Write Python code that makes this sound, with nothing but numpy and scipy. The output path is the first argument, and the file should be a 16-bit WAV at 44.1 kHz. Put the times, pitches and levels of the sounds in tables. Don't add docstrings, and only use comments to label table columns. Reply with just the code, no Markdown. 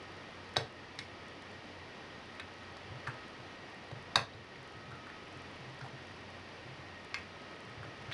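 import sys
import numpy as np
from scipy import signal
from scipy.fft import rfft, irfft
from scipy.io import wavfile
from scipy.ndimage import uniform_filter1d

SR = 44100
rng = np.random.default_rng(int(sys.argv[2]) if len(sys.argv) > 2 else 0)


def makeup_ratio(level_db):
    decades = np.asarray(level_db, float) / 20
    return 10 ** decades


def output_pcm(signal):
    pcm = np.clip(np.atleast_2d(signal).T, -1, 1) * 32767
    wavfile.write(sys.argv[1], SR, np.round(pcm).astype(np.int16))


N = 358533


def evened(x):
    return x / np.sqrt(np.mean(x ** 2) + 1e-20)


def read(points, hz):
    f, value = np.transpose(points)
    return np.interp(np.log(hz + 1), np.log(f + 1), value)


def add(mix, s, sound):
    part = mix[round(s * SR):][:len(sound)]
    part += sound[:len(part)]


def snap_blows():
    # (time [s], pin level [dB], body level [dB], body pitch [Hz], crack level [dB])
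    snaps = [
        (.5665, -18, -18, 760, -36.5),
        (4.1563, -12.5, -14.5, 1026, -29.5),
    ]
    # (frequency [Hz], level [dB])
    pin_parts = [(3880, -0.5), (4600, -5), (5300, -13.5), (6300, -20)]
    # (frequency [Hz], level [dB])
    body_parts = [(1740, -10.5), (278, -17.5)]
    rise_ms, length, trail = 1.5, .48, .85
    silent = -200
    rows = []
    for s, pin_db, body_db, hz, crack_db in snaps:
        rows.append((s, body_db, hz, rise_ms, length, crack_db))
        for k, (f, d) in enumerate(pin_parts):
            rows.append((s, pin_db + d, f, rise_ms, trail if k else length, silent))
        for f, d in body_parts:
            rows.append((s, body_db + d, f, rise_ms, trail, silent))
    return rows


def click_blows():
    # (time [s], shaft level [dB], shaft pitch [Hz], pin level [dB], pin pitch [Hz])
    clicks = [
        (0.5617, -28.5, 1920, -34, 3420),
        (.9890, -35, 2050, -27.5, 4330),
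        (2.3965, -37.5, 2410, -43, 3300),
        (2.768, -45, 1100, -46, 4500),
        (3.0697, -35, 1760, -44, 4340),
        (3.914, -40, 750, -44, 3600),
        (5.812, -38.5, 1490, -46, 4600),
        (7.1428, -28, 2370, -28, 4560),
        (8.114, -35, 2210, -38, 3520),
    ]
    # (pitch ratio, level [dB])
    shaft = [(0.986, 2), (0.735, -6.5), (.51, -5.5), (1.26, -11)]
    rise_ms, length, silent = 0.3, 0.67, -200
    rows = []
    for s, db, hz, pin_db, pin_hz in clicks:
        rows.append((s, pin_db, pin_hz, rise_ms, length, pin_db - 22))
        for ratio, d in shaft:
            rows.append((s, db + d, hz * ratio, rise_ms, length, silent))
    return rows


def rebound_blows():
    # (time [s], peak level [dB], pitch [Hz], ring length factor)
    rebounds = [(.568, -26, 1110, .63), (2.3972, -39, 1500, .7), (4.157, -21.5, 2570, 0.96),
                (0.573, -33, 1360, 1.), (.575, -41, 600, 1.1), (.578, -32.5, 483, 1.25),
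                (.994, -36, 3830, .7), (2.3985, -37, 3800, 1.2), (2.401, -33, 1860, 0.76),
                (3.074, -26, 1500, .45), (3.079, -34, 1600, .6), (3.0813, -34, 1050, 1.7),
                (4.159, -21.5, 1600, 0.77), (4.166, -20, 737, 0.96), (4.175, -23, 710, .47),
                (7.1476, -34, 2080, 0.89), (7.148, -37, 2900, 1.), (8.12, -33, 1810, 1.2),
                (8.124, -32, 3370, 1.2)]
    return [(s, db, hz, 0.42, length, db - 30) for s, db, hz, length in rebounds]


def nudge_blows():
    # (time [s], peak level [dB], pitch [Hz])
    nudges = [(4.3344, -49, 3800), (4.557, -42, 1930), (4.733, -49, 840), (4.914, -41, 1300),
              (4.919, -41.5, 1440), (5.068, -39, 1400), (5.073, -42, 1130), (5.1, -41, 1850),
              (5.8089, -43, 1400), (5.845, -39, 790), (5.853, -39, 800), (5.862, -38, 845),
              (7.83, -38.5, 1310), (7.84, -44, 1050), (7.85, -41, 603), (8.0526, -47, 2000),
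              (8.086, -44, 1300)]
    return [(s, db, hz, 0.66, 0.95, db - 28) for s, db, hz in nudges]


def ring(t, hz, rise, length, chance):
    # (frequency [Hz], t60 [s])
    modes = [(220, 0.026), (330, 0.018), (450, 0.05), (600, 0.024), (750, 0.015), (950, 0.018),
             (1150, .028), (1420, 0.019), (1620, 0.03), (1820, 0.024), (2170, 0.028), (2450, 0.03),
             (2650, 0.024), (3000, 0.013), (3400, 0.036), (3650, 0.022), (3850, 0.03), (4150, 0.018),
             (4450, 0.026), (4700, 0.014), (5100, 0.029), (5600, 0.033), (6250, 0.035), (6900, 0.017)]
    f, t60 = np.transpose(modes)[:, :, None]
    detune, phase = chance[:, :len(f), None]
    reach = 0.13 * (.0007 / rise) ** .65
    grip_db = -20 * np.log10(1 + (np.log2(f / hz) / reach) ** 2)
    decay = makeup_ratio(grip_db - 60 * t / (t60 * length))
    x = (decay * np.sin(2 * np.pi * (f * (0.977 + 0.04 * detune) * t + phase))).sum(0)
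    x *= 1 - np.exp(-(t / rise) ** 2)
    return x / abs(x).max()


def lock():
    out, t = np.zeros(N), np.arange(3000) / SR
    blows = snap_blows() + click_blows() + rebound_blows() + nudge_blows()
    chance = rng.random((len(blows), 2, 24))
    grit = rng.standard_normal((len(blows), 3000))
    grit = signal.lfilter(*signal.butter(1, [1200., 3500.], "band", fs=SR), grit)
    for (s, db, hz, rise_ms, length, crack_db), c, g in zip(blows, chance, grit):
        rise = max(rise_ms, .1) / 1000
        crack_decay = np.exp(-t / 0.003) + 0.095 * np.exp(-t / .005)
        crack = g * crack_decay * (1 - np.exp(-t / rise))
        add(out, s, makeup_ratio(db) * ring(t, hz, rise, length, c) + makeup_ratio(crack_db + 18.0) * crack)
    return out


def desk():
    # (time [s], peak level [dB], pitch [Hz])
    thuds = [(0.574, -29.5, 114.5), (.985, -45, 117), (2.898, -39.5, 100), (2.938, -42.5, 127.6),
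             (3.079, -36.5, 121), (3.388, -47, 122), (3.921, -36.5, 115), (3.979, -47, 123),
             (4.169, -30.5, 116), (4.346, -43, 111), (4.58, -48, 129), (4.743, -44, 107), (4.879, -48, 124),
             (4.924, -42, 123.4), (5.347, -50, 133), (5.599, -48, 141.6), (5.629, -49, 132),
             (5.676, -46.5, 130.5), (5.818, -40, 126), (5.927, -43.5, 132), (6.096, -51, 115),
             (6.645, -45, 118), (6.678, -45, 128), (6.71, -48, 141), (6.777, -50.5, 136.4),
             (7.661, -44, 116), (7.772, -40.5, 106), (7.848, -44, 110), (7.988, -45, 105),
             (8.084, -38.5, 116)]
    early_s = .003
    out, t = np.zeros(N), np.arange(20000) / SR
    for s, db, hz in thuds:
        t60 = max(.26 - .004 * (db + 48), .05)
        # pitch [Hz], level [dB], t60 [s]
        modes = [(hz, -4., t60), (132, -9., .3), (175, -16., .12), (92, -19., .2)]
        boom = sum(makeup_ratio(d - 60 * t / r) * np.sin(2 * np.pi * f * t) for f, d, r in modes)
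        swell = 1 - np.exp(-(t / 0.008) ** 2)
        add(out, s - early_s, makeup_ratio(db + 4.0) * boom * swell)
    return out


def room(x):
    # (frequency [Hz], t60 [s])
    decay = [(200, 0.3), (700, 0.24), (2000, 0.19), (4000, 0.25), (8000, 0.2)]
    # (frequency [Hz], level [dB])
    colour = [(300, 3.5), (1000, -2.5), (1600, 2.5), (2500, 3.5), (3200, 1), (3900, -8.5), (5000, -5.5),
              (9000, -1.5)]
    # (delay [s], level [dB])
    echoes = [(.0052, -12.5), (0.0098, -19), (0.016, -17), (.023, -26.5)]
    size = SR // 2
    taps, early = np.zeros(size), np.zeros(size)
    at = np.arange(300, size - 20, 8)
    taps[at + rng.integers(0, 8, len(at))] = rng.choice([-1., 1.], len(at))
    hz, t, z = signal.stft(taps, SR, nperseg=256)
    fade_db = read(colour, hz)[:, None] - 60 * t / read(decay, hz)[:, None]
    tail = signal.istft(z * makeup_ratio(fade_db), SR, nperseg=256)[1][:size]
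    tail *= 1 - 0.68 * np.exp(-(np.arange(size) / SR / 0.018) ** 2)
    for s, db in echoes:
        early[round(s * SR)] = makeup_ratio(db)
    return signal.fftconvolve(x, early + makeup_ratio(-7.5) * tail / np.linalg.norm(tail))[:N]


def fan():
    # (frequency [Hz], density [dB per Hz])
    hiss = [(15, -51), (25, 2), (43, -13), (91, -0.5), (145, -0.5), (323, 0.5), (1180, -5), (1270, -7),
            (1690, -7), (1870, -6), (2080, -6.5), (4750, -16.5), (7370, -35.5), (10300, -36),
            (12000, -46.5), (15700, -84), (22000, -120)]
    # (frequency [Hz], width [Hz], level [dB])
    whines = [(90, 9.8, -69.5), (1269.5, 1.3, -65), (2900, 1000, -66.), (5430, 1570, -71.5),
              (1875, 96, -61.5), (2340, 100, -71.5), (4715, 110, -74.5)]
    hum_hz, hum_db, hiss_db = 91.5, -63.5, -50.5
    hz, t = np.fft.rfftfreq(N, 1 / SR), np.arange(N) / SR
    out = makeup_ratio(hiss_db) * evened(irfft(rfft(rng.standard_normal(N)) * makeup_ratio(read(hiss, hz)), N))
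    for f, width, db in whines:
        resonance = 1 / (1 + (2 * (hz - f) / width) ** 2)
        out += makeup_ratio(db) * evened(irfft(rfft(rng.standard_normal(N)) * resonance, N))
    swell = evened(sum(np.sin(2 * np.pi * (f * t + rng.random())) for f in np.geomspace(.3, 6, 12)))
    out += makeup_ratio(hum_db + 2.5) * np.sin(2 * np.pi * hum_hz * t + 0.17 * swell)
    return out * makeup_ratio(.3 * swell)


def scene():
    clicks = lock()
    return (clicks + room(clicks) + desk() + fan())[None]


def gain_control(x):
    power_db = 10 * np.log10(abs(uniform_filter1d(x ** 2, 400)) + 1e-12)
    fall = np.arange(N) * 2.4 / SR
    over_db = 0.18 * np.maximum(power_db + 33.0, 0)
    held_db = np.maximum.accumulate(over_db + fall) - fall
    return x / makeup_ratio(uniform_filter1d(held_db, 400, origin=199))


def seam_ticks(x):
    # (time [s], peak level [dB])
    ticks = [(0.0272, -52), (0.4921, -54), (0.5386, -48), (0.957, -53), (1.282, -48), (1.4218, -48),
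             (2.3515, -53), (3.1414, -54), (3.2812, -51), (3.6996, -54), (4.2109, -45), (5.3267, -50),
             (5.3731, -50), (5.745, -54), (5.7915, -50), (6.0701, -51), (7.0466, -47), (7.6041, -49),
             (7.6509, -52), (4.1654, -30)]
    seams = np.arange(1252, N, 2050)
    slip = np.zeros(N)
    slip[seams] = x[seams - 60] - x[seams]
    for s, db in ticks:
        slip[seams[abs(seams / SR - s).argmin()]] = makeup_ratio(db + 12.5)
    return signal.lfilter(*signal.butter(2, [4000., 10000.], "band", fs=SR), slip)


def low_pass(x):
    return signal.sosfilt(signal.butter(12, 12200, fs=SR, output="sos"), x)


def record(dry):
    x = signal.sosfilt(signal.butter(4, 34., "high", fs=SR, output="sos"), dry[0])
    x = gain_control(x)
    x = .35 * np.tanh(x / .35)
    x = x + seam_ticks(x)
    x = signal.oaconvolve(x, signal.firwin(101, 11470, window=("kaiser", 6), fs=SR), "same")
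    return low_pass(x[None])


dry = scene()
out = record(dry)
output_pcm(out)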